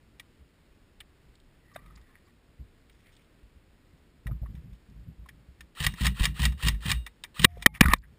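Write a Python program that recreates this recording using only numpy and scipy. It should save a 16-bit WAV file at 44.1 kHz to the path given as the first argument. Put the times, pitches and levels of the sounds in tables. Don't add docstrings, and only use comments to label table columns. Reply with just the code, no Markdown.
import sys
import numpy as np
from scipy import signal
from scipy.fft import rfft, irfft, next_fast_len
from scipy.io import wavfile
from scipy.ndimage import uniform_filter1d, map_coordinates

SR = 44100
rng = np.random.default_rng(int(sys.argv[2]) if len(sys.argv) > 2 else 0)


def natural_amplitude(level_db):
    exponent = np.asarray(level_db, float) / 20
    return 10 ** exponent


def transcribe(u):
    v = np.clip(np.atleast_2d(u).T, -1, 1)
    q = np.round(v * 32767).astype(np.int16)
    wavfile.write(sys.argv[1], SR, q)


N = 360738


def unit(x):
    return x / np.sqrt(np.mean(x ** 2) + 1e-20)


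def seconds():
    return np.arange(N) / SR


def sine(hz, start_s=0.):
    return np.sin(2 * np.pi * hz * (seconds() - start_s))


def along(points, hz):
    f, v = np.transpose(points)
    return np.interp(np.log(hz + 1), np.log(f + 1), v)


def wobble(rate_hz):
    knots = rng.standard_normal(int(N * rate_hz / SR) + 4)
    return map_coordinates(knots, [np.arange(N) * rate_hz / SR])


def filtered(x, response):
    m = next_fast_len(N + SR // 2)
    return irfft(rfft(x, m) * response(np.fft.rfftfreq(m, 1 / SR)), m)[..., :N]


def mode(f, hz, width_hz):
    return 1j * f * width_hz / (hz * hz - f * f + 1j * f * width_hz)


def burst(s, db, t60, hold=0., rise=0.000089):
    out, t = np.zeros(N + SR), np.arange(SR // 2) / SR
    decay = natural_amplitude(db - 60 * np.clip(t - hold, 0, 1) / t60)
    out[round(s * SR):][:len(t)] = decay * (1 - np.exp(-t / rise))
    return out[:N]


def swells(rows, rise_db_s, fall_db_s):
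    t, out = seconds(), np.full((2, N), -120.)
    for s, hold, *db in rows:
        before = rise_db_s * np.clip(s - t, 0, None)
        after = fall_db_s * np.clip(t - s - hold, 0, None)
        out = np.maximum(out, np.c_[db] - before - after)
    return uniform_filter1d(out, size=131, axis=1)


def grit(lumpy_db):
    return unit(rng.standard_normal(N) * natural_amplitude(lumpy_db * wobble(500)))


# (frequency [Hz], width [Hz], level [dB])
CASE = [(1004, 370, -9), (1230, 130, -3.5), (1900, 184, 3), (2370, 110, -0.5), (2800, 240, -10),
        (3370, 160, -11.5), (3660, 120, -6), (4900, 100, -29), (5430, 560, -17.5)]


def case(x):
    def ring(f):
        return sum((-1) ** k * natural_amplitude(db) * mode(f, hz, width) for k, (hz, width, db) in enumerate(CASE))
    return filtered(x, ring)


# (frequency [Hz], level [dB])
EDGE = [(1500, -23), (2500, -2.5), (3500, 1), (4500, -10.5), (5500, -2)]


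def edge():
    return unit(filtered(grit(lumpy_db=2.5), lambda f: natural_amplitude(along(EDGE, f))))


# (frequency [Hz], density [dB per Hz])
AIR = [(15, -27.5), (25, 3.5), (64, -10.5), (82, -4), (113, -11.5), (289, -11), (388, -15), (657, -22),
       (720, -24), (1190, -25), (1920, -24.5), (5260, -32.5), (5900, -35.5), (7670, -85.5), (13000, -120)]


def air():
    hush = unit(filtered(rng.standard_normal(N), lambda f: natural_amplitude(along(AIR, f))))
    return natural_amplitude(-63 + 0.35 * wobble(8.4)) * hush


# (time [s], hold [s], sway [dB], knock [dB])
BUMPS = [(.02, 0.0085, -60, -62), (.14, 0.032, -58, -73), (.4, 0.026, -55.5, -64), (.92, .01, -73, -70),
         (.99, 0.065, -63, -73), (1.28, 0.019, -61, -72), (1.51, .03, -71, -80), (1.73, 0.065, -65, -58.5),
         (1.82, 0.19, -56, -59.5), (2.49, 0.023, -62, -69), (2.6, 0.018, -44.5, -48), (3.0, .01, -67, -76),
         (3.435, 0.0081, -52.5, -63), (3.56, .01, -57, -70), (3.7, .04, -60, -78),
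         (3.935, 0.012, -59.5, -60), (4.18, 0.022, -61, -68), (4.27, 0.086, -34, -45),
         (4.425, 0.0056, -28.5, -41.5), (4.49, 0.019, -43, -44), (4.55, 0.045, -46.5, -47),
         (4.64, 0.056, -58, -48.5), (4.72, 0.014, -45, -52), (4.89, 0.034, -56, -54),
         (4.95, 0.14, -51.5, -54.5), (5.075, 0.016, -44, -43), (5.19, 0.039, -43, -53),
         (5.31, 0.11, -60.5, -60), (5.485, 0.01, -44.5, -56.5), (5.59, 0.057, -53.5, -61.5)]
# (time [s], hold [s], sway [dB], knock [dB])
RECOIL = [(5.808, 0.02, -39, -37), (5.861, 0.0081, -31.5, -32.5), (6.017, 0.075, -26.5, -31.5),
          (6.21, 0.005, -24, -30), (6.277, 0.019, -34.5, -34.5), (6.405, 0.08, -25, -32),
          (6.641, 0.054, -26, -33), (6.735, 0.0086, -28.5, -42), (6.8, 0.021, -41.5, -56),
          (6.864, 0.052, -40, -32.5), (6.935, 0.039, -29, -46), (7.401, 0.029, -33.5, -33.5),
          (7.465, 0.0085, -35, -45), (7.514, 0.074, -39.5, -47), (7.682, 0.067, -44, -43),
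          (7.841, 0.059, -18, -26), (7.953, 0.042, -41, -47), (8.06, 0.068, -62, -59)]
SHAKE_RISE_DB_S, BUMP_FALL_DB_S, RECOIL_FALL_DB_S = 2100, 380, 227
REST_DB = -72.5


def shaking():
    bumps = swells(BUMPS, SHAKE_RISE_DB_S, BUMP_FALL_DB_S)
    recoil = swells(RECOIL, SHAKE_RISE_DB_S, RECOIL_FALL_DB_S)
    tremor = REST_DB + 4 * np.array([wobble(9.7), wobble(11)])
    sway_db, knock_db = np.max([bumps, recoil, tremor], axis=0)
    sway_hz = 58 * natural_amplitude(1.1 * wobble(14))
    sway = np.sqrt(2) * np.sin(2 * np.pi * np.cumsum(sway_hz) / SR) * natural_amplitude(2 * wobble(25))

    def strap(f):
        return (mode(f, 61, 69) - natural_amplitude(-0.5) * mode(f, 161.6, 74)) * mode(f, 139.3, 400) ** 3
    loose = filtered(rng.standard_normal(N), strap)
    loose /= np.sqrt(np.abs(uniform_filter1d(loose ** 2, round(0.023 * SR))))
    return natural_amplitude(sway_db) * sway + natural_amplitude(knock_db) * loose


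# (time [s], peak [dB], brightness [dB], own note [Hz], note level [dB])
TICKS = [(0.197, -42, -3, 1925, -5), (1.004, -51, -22, 3620, 11), (1.005, -48.5, -19, 1790, 2.5),
         (1.339, -66, -14, 3700, -5), (1.714, -59, -23, 1230, -1.5), (1.75, -59, -7, 1930, 6),
         (1.759, -45.5, -32, 1596, 2), (1.762, -55.5, -18, 3680, 11.5), (1.861, -55, -18, 1190, -10),
         (1.957, -80, -1, 1800, -16), (2.014, -66, -6, 1850, -11), (2.155, -61.5, -19, 1920, 3.5),
         (2.279, -71, -13, 1110, -4), (2.896, -56.5, -19, 1900, -5), (3.168, -66, -12, 2400, -9),
         (4.268, -37, -20, 1786, -9), (4.311, -58, -26, 1240, 6.5), (4.46, -65, -33, 1123, 14.5),
         (4.552, -56.5, -7, 719, -17), (4.73, -64, -5, 1810, -9), (4.899, -70, 3, 770, -6),
         (5.26, -57.5, -20, 1060, 4.5), (5.288, -42, -10, 1737, -6.5), (5.607, -41, -6.5, 1790, -5.5)]
# (time [s], peak [dB], brightness [dB], own note [Hz], note level [dB])
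KNOCKS = [(5.92, -58, 7, 2800, -7), (5.938, -40.5, -9, 1850, -19), (6.521, -42.5, -9, 738, -26),
          (6.745, -46, -23, 1880, -6), (7.064, -34, -7, 1850, -9), (7.238, -33, -5.5, 3150, -6),
          (7.571, -54.5, -22, 675, 3.5), (7.623, -32.5, -2, 2375, -9), (7.855, -23, -19, 1475, 7),
          (7.883, -22.5, -24, 1875, 2), (7.866, -46.5, 11, 4500, -12), (7.893, -44.5, 9, 4500, -12.5),
          (7.906, -45, 8.5, 1900, 4), (7.938, -27, -11.5, 1783, 1), (7.961, -40.5, -10, 1023, -4)]
TICK_T60_S, KNOCK_T60_S = 0.043, 0.053


def ticks():
    ring, bright, notes = np.zeros((3, N))
    for rows, t60 in ((TICKS, TICK_T60_S), (KNOCKS, KNOCK_T60_S)):
        for s, db, bright_db, hz, note_db in rows:
            ring += burst(s, db, t60, hold=0.0025)
            bright += burst(s, db + bright_db + 2.5, 0.61 * t60, hold=0.0025)
            note_t60 = t60 * min(1, 1900 / hz)
            notes += burst(s, db + note_db, note_t60, hold=3.3 / max(hz, 1700)) * sine(hz, s)
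    ring = natural_amplitude(8.0) * case(ring * grit(lumpy_db=0.0))
    return ring + natural_amplitude(4.5) * bright * edge() + notes * natural_amplitude(4.4 * wobble(720))


# (centre [s], length [s], note
# [Hz], level [dB])
SCRAPES = [(1.012, 0.011, 2640, -48.5), (1.017, .014, 1870, -55), (1.747, 0.022, 4900, -62),
           (1.763, 0.0089, 650, -41.5), (1.764, 0.0057, 1160, -39.5), (1.961, 0.013, 4730, -60),
           (2.901, .006, 3500, -67), (3.079, 0.078, 2050, -64), (3.168, 0.012, 3900, -64),
           (3.203, 0.066, 2400, -71), (4.294, 0.035, 570, -53.5), (4.433, 0.031, 596, -58),
           (4.465, 0.016, 900, -72),
           (7.516, 0.039, 1900, -57), (7.56, 0.033, 1900, -61), (7.753, 0.027, 2200, -38.5),
        (7.445, 0.0067, 330, -19), (7.818, 0.0079, 280, -14), (7.84, 0.015, 1700, -24.5),
        (7.844, 0.0076, 3600, -37), (7.864, 0.004, 4000, -40.5), (7.859, 0.0056, 1390, -8.5),
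        (7.864, .003, 4480, -33.5), (7.869, 0.047, 1200, -27.5), (7.885, .004, 3210, -29),
        (7.895, 0.0032, 4500, -40), (7.904, 0.0043, 4500, -38), (7.917, 0.03, 1500, -31),
        (7.922, 0.014, 3160, -43), (7.936, 0.014, 3670, -51.5), (7.94, 0.0037, 3480, -32.5),
        (7.977, 0.012, 1680, -58.5), (7.986, 0.012, 4420, -54), (8.022, 0.0057, 4290, -55),
        (8.041, 0.044, 1700, -55),
           (.2, .01, 2600, -52), (0.201, 0.0092, 1400, -56), (1.356, .012, 3700, -62.5),
           (1.402, .008, 3400, -65.5), (1.007, 0.0086, 2920, -46), (1.861, .006, 2400, -62),
           (1.762, 0.0069, 855, -44), (1.763, 0.009, 1500, -41), (2.9, .006, 2300, -64),
           (4.27, .012, 1310, -49), (7.239, 0.0054, 3300, -37), (7.397, 0.0074, 3190, -32),
           (7.421, .005, 2990, -32), (7.574, 0.01, 557, -45), (7.858, .005, 1800, -17),
           (7.886, .005, 1900, -20), (7.885, .004, 3590, -27.5)]
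# (centre [s], length [s], note [Hz], level [dB])
SQUEAKS = [(1.776, 0.12, 1160, -61), (1.787, .07, 1900, -72), (1.89, 0.19, 1230, -67),
           (1.7, 0.14, 1890, -68.5), (2.04, .04, 1930, -72), (2.122, 0.18, 1800, -70),
           (2.11, .08, 1090, -73), (2.265, .03, 4570, -73), (2.28, 0.033, 1100, -67), (1.8, .01, 4900, -72),
           (2.015, .012, 4600, -72), (7.831, 0.014, 2440, -15.5), (7.829, .016, 1950, -26),
           (7.843, .014, 3750, -38.5), (7.888, 0.01, 1177, -22), (7.889, .012, 1876, -27),
           (7.9, 0.025, 1870, -29.5), (7.913, 0.04, 1189, -19.5), (7.928, 0.015, 1810, -19),
           (7.92, 0.022, 2600, -22.5), (7.926, 0.013, 3400, -41)]


def scrapes():
    t, noise, out = seconds(), grit(lumpy_db=3), np.zeros(N)
    for rows, sharp_q in ((SCRAPES, 2.6), (SQUEAKS, 10)):
        for s, length, hz, db in rows:
            peak = signal.iirpeak(hz, sharp_q, SR)
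            note = unit(signal.lfilter(*peak, signal.lfilter(*peak, noise)))
            out += natural_amplitude(db) * np.exp(-((t - s) / (0.33 * length)) ** 2) * note
    return out


# (time [s], hold [s], dull [dB], bright [dB])
RUB = [(1.78, 0.083, -70.5, -80), (1.85, 0.17, -71.5, -74), (2.07, 0.12, -75, -84), (2.28, 0.021, -72, -70),
       (2.92, 0.13, -81, -71.5), (3.06, 0.099, -88, -68), (3.16, 0.075, -83, -70),
       (4.46, 0.0082, -65.5, -87), (4.555, 0.026, -70, -70), (4.74, 0.017, -86, -62),
       (7.49, 0.13, -64.5, -59), (7.745, 0.029, -47.5, -45.5), (7.83, 0.012, -22, -38),
       (7.86, 0.028, -45, -43), (7.9, 0.027, -25, -44)]


def rubbing():
    dull_db, bright_db = swells(RUB, rise_db_s=1200, fall_db_s=1800)
    slips = natural_amplitude(3.5 * wobble(120))
    dull = filtered(case(grit(lumpy_db=1.5)), lambda f: mode(f, 900, 1600) ** 2)
    return slips * (natural_amplitude(dull_db) * unit(dull) + natural_amplitude(bright_db) * edge())


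# (time [s], peak [dB], frequency [Hz])
JOLTS = [(2.596, -47, 109), (4.259, -22, 125), (4.314, -18.5, 118), (4.417, -26, 105), (4.545, -28, 125),
         (4.892, -42, 126), (5.074, -46, 130), (5.805, -27, 132), (5.866, -17, 100), (5.938, -28, 160),
         (6.009, -18.5, 188), (6.196, -23, 194), (6.394, -21.5, 155), (6.628, -33, 109),
         (6.664, -16.5, 146), (6.856, -20, 150), (7.395, -23, 151.5), (7.853, -1.5, 171),
         (7.883, -2.5, 205)]
# (time [s], peak [dB], frequency [Hz])
FLINCH = [
    (7.816, -4, 48.5),
    (7.859, -13, 37.5),
    (7.893, -6, 42.5),
]


def jolts():
    return sum(-burst(s, db - 3.5, t60=9 / hz, rise=0.0014) * sine(hz, s) for s, db, hz in JOLTS + FLINCH)


# (time [s], peak [dB])
RATTLE = [(7.8083, -10), (7.8381, -35.5), (7.8418, -33), (7.8636, -32.5), (7.8837, -33), (7.9046, -35.5),
          (7.9151, -35.5), (7.9226, -21), (7.9351, -13.5)]
# (time [s], peak [dB])
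RUSTLE = [(2.8973, -55), (2.9262, -63), (3.005, -59), (3.0669, -56), (3.1203, -59), (3.1512, -59),
          (3.1682, -51.5), (3.218, -60), (3.2455, -61)]


def rattle():
    near = sum(burst(s, db - 1, t60=.012, hold=.0008) for s, db in RATTLE)
    soft = sum(burst(s, db - 9.5, t60=0.027, hold=.002) for s, db in RUSTLE)
    soft_noise = unit(filtered(grit(lumpy_db=0.5), lambda f: mode(f, 2960, 2200) ** 2))
    return near * edge() + soft * soft_noise


# (gear catches piston [s], piston slams [s], motor [dB], slam [dB])
SHOTS = [
    (5.8007, 5.8646, -43, -21.5),
    (6.0086, 6.0664, -43, -21),
    (6.1954, 6.2537, -43.5, -21),
    (6.393, 6.4525, -43.5, -20.5),
    (6.625, 6.6833, -43.5, -20.5),
    (6.8558, 6.915, -43, -20.5),
    (7.3928, 7.444, -43, -54),
]
# (time after catch [s], level [dB])
PULL = [(0, 0.5), (.003, 2.5), (.008, -5.5), (.022, -9), (.034, -12), (.041, -0.5), (.046, 6), (.052, 0),
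        (.058, -12)]
# (time after catch [s], level [dB], hold [s])
CATCHES = [(.0075, -3.5, 0.00055), (0.025, 0.5, 0.0024), (0.036, 1.5, .002), (0.0427, 1, .0006),
           (0.0476, 5, .0015)]
# (frequency [Hz], level [dB], t60 [s])
SHELL = [(1150, -17, .025), (1930, -4, .05), (2340, -9, .03), (2820, -5, .03), (3250, -6, .024),
         (3760, -3, .022), (4510, -6, .014), (5090, -5, .014)]
# (frequency [Hz], level [dB], t60 [s])
SPRING = [(2830, -29, .3), (3740, -29, .28)]
TRIGGER_S, SPIN_S, RASP_DB = 0.05, 0.029, -30.5


def rifle():
    t, pull = seconds(), np.transpose(PULL)
    motor, rasp, snaps, slam, whine = np.zeros((5, N))
    for catch, hit, motor_db, slam_db in SHOTS:
        trigger, spin = catch - TRIGGER_S, catch - SPIN_S
        times = [trigger, trigger + 0.0055, spin, spin + .004, catch, hit + 0.036, hit + 0.078, hit + 0.14]
        wind_up_db = motor_db + np.array([-6, -7.0, 1.0, 3, 6.5])
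        coast_db = slam_db - np.array([22, 38, 50])
        motor += natural_amplitude(np.interp(t, times, [*wind_up_db, *coast_db], -120, -120))
        rasp += natural_amplitude(RASP_DB + np.interp(t - catch, *pull, -120, -120))
        for s, db, hold in CATCHES:
            snaps += burst(catch + s, RASP_DB + db + rng.normal(0, 1.1), t60=0.026, hold=hold)
        slam += burst(hit + .0003, slam_db - 11, t60=.05, hold=.003)
        slam += burst(hit + 0.0099, slam_db - 37.5, t60=0.23)
        for hz, db, t60 in SHELL:
            ring = burst(hit + .0004, slam_db + db + rng.normal(0, 1), t60, hold=.0025, rise=.0003)
            whine -= ring * np.cos(2 * np.pi * hz * (t - hit - .001))
        for hz, db, t60 in SPRING:
            ring = burst(hit + .001, slam_db + db + rng.normal(0, 2), t60, rise=.0015)
            whine += ring * np.sin(2 * np.pi * hz * t + 1.5 * wobble(90))
        pitch_hz = np.interp(t, [spin, catch - .008], [1150, 1520])
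        swell = np.sin(np.pi * np.clip((t - spin + .004) / (catch - spin - 0.004), 0, 1))
        pinion = np.sin(2 * np.pi * np.cumsum(pitch_hz) / SR + 1.1 * wobble(250))
        whine += natural_amplitude(motor_db - 4 + 4 * wobble(200)) * swell * pinion
    tooth = np.cumsum(236 + 40 * wobble(90)) / SR % 1
    teeth = unit(natural_amplitude(-15 * tooth + 2 * wobble(200)))
    gears = (motor + rasp * teeth + snaps) * grit(lumpy_db=0)

    def gearbox(f):
        return mode(f, 2900, 2200) ** 2 + natural_amplitude(-10.5) * mode(f, 510, 120) + natural_amplitude(-7) * mode(f, 1040, 150)
    train = natural_amplitude(3.5) * case(gears) + filtered(gears, gearbox)
    thud = natural_amplitude(18.5) * case(slam * grit(lumpy_db=0.5))
    return train + thud + (natural_amplitude(9.5) * slam + natural_amplitude(-1.0) * snaps) * edge() + whine


# (time [s], contact [s], thump [dB], thump [Hz])
PELLETS = [
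    (7.4448, 0.0055, -6.5, 175.6),
    (7.6607, 0.0041, -9.5, 210),
    (7.809, 0.0059, 4.5, 197.4),
    (7.935, 0.0028, -9.5, 200),
]
# (frequency [Hz], level [dB])
WALLS = [
    [(1210, -11.5), (1940, -9.5), (2850, -7), (3300, -10.5), (3770, -5)],
    [(560, -15), (1890, 0.5), (2600, -11.5), (3110, -12.5), (3730, -8.5)],
    [(1170, -9.5), (1750, -6), (2420, -2.5)],
    [(1100, -1.5), (1820, -0.5), (2290, -8), (3830, -15.5)],
]
# (time [s], frequency [Hz], level [dB], t60 [s])
BUCKLE = [
    (6.945, 2830, -50, .3),
    (6.945, 3740, -55, .4),
    (7.46, 705, -48, .7),
    (7.67, 850, -43, .2),
    (7.685, 2140, -51, .3),
]


def pellets():
    crack, out = np.zeros((2, N))
    pellet_db = 0.5
    for (s, contact, thump_db, thump_hz), wall in zip(PELLETS, WALLS):
        t = seconds() - s
        blow = burst(s, pellet_db, t60=0.0073, hold=contact, rise=.0001)
        crack += blow
        for hz, note_db in wall:
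            level = natural_amplitude(note_db + 1.5 * wobble(500))
            out += blow * level * np.sin(2 * np.pi * hz * t + .35 * wobble(500))
        tail = burst(s, pellet_db - 27.5, t60=0.038, hold=contact)
        out += tail * sum(sine(hz, s) for hz in (520, 1150, 2300))
        thump = burst(s, thump_db, t60=0.0081, hold=contact + 0.002, rise=0.003)
        out -= thump * sine(thump_hz, s)
    for s, hz, db, t60 in BUCKLE:
        out += burst(s, db, t60, rise=.006) * sine(hz)
    ring = natural_amplitude(6) * case(crack * grit(lumpy_db=1.5))
    broad = natural_amplitude(-2.0) * filtered(crack * grit(lumpy_db=0.5), lambda f: mode(f, 2300, 2700))
    return out + ring + natural_amplitude(-6.5) * crack * edge() + broad


def scene():
    handling = air() + shaking() + ticks() + scrapes() + rubbing() + jolts() + rattle()
    return (handling + rifle() + pellets())[None]


def band_limit(x):
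    return signal.sosfilt(signal.butter(12, 16500, fs=SR, output="sos"), x)


def record(dry):
    over = np.roll(np.abs(dry) > .7, round(.007 * SR), axis=1)
    duck = signal.lfilter([1], [1, -np.exp(-1 / (.035 * SR))], over)
    x = dry * natural_amplitude(-11 * np.tanh(duck / 12))
    x = x / (1 + np.abs(x / .58) ** 8) ** (1 / 8)
    x = filtered(x, lambda f: 1 / (1 + (f / 5750) ** 40))
    hold_hz, hold_phase_rad = 12000, -2.19
    mirrored = x * (1 + 2 * np.cos(2 * np.pi * hold_hz * seconds() + hold_phase_rad))
    # (frequency [Hz], level [dB])
    colour = [(10900, 1.0), (11300, -0.5), (12000, 3), (12700, -1.5), (13000, 2.5), (14800, 3.5),
              (15300, -1.0), (15800, -27.5), (16500, -33.0), (16700, -90.5)]
    held = filtered(mirrored, lambda f: np.sinc(f / hold_hz) * natural_amplitude(along(colour, f)))
    held = held / (1 + np.abs(held / .75) ** 12) ** (1 / 12)
    return band_limit(held)


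dry = scene()
out = record(dry)
transcribe(out)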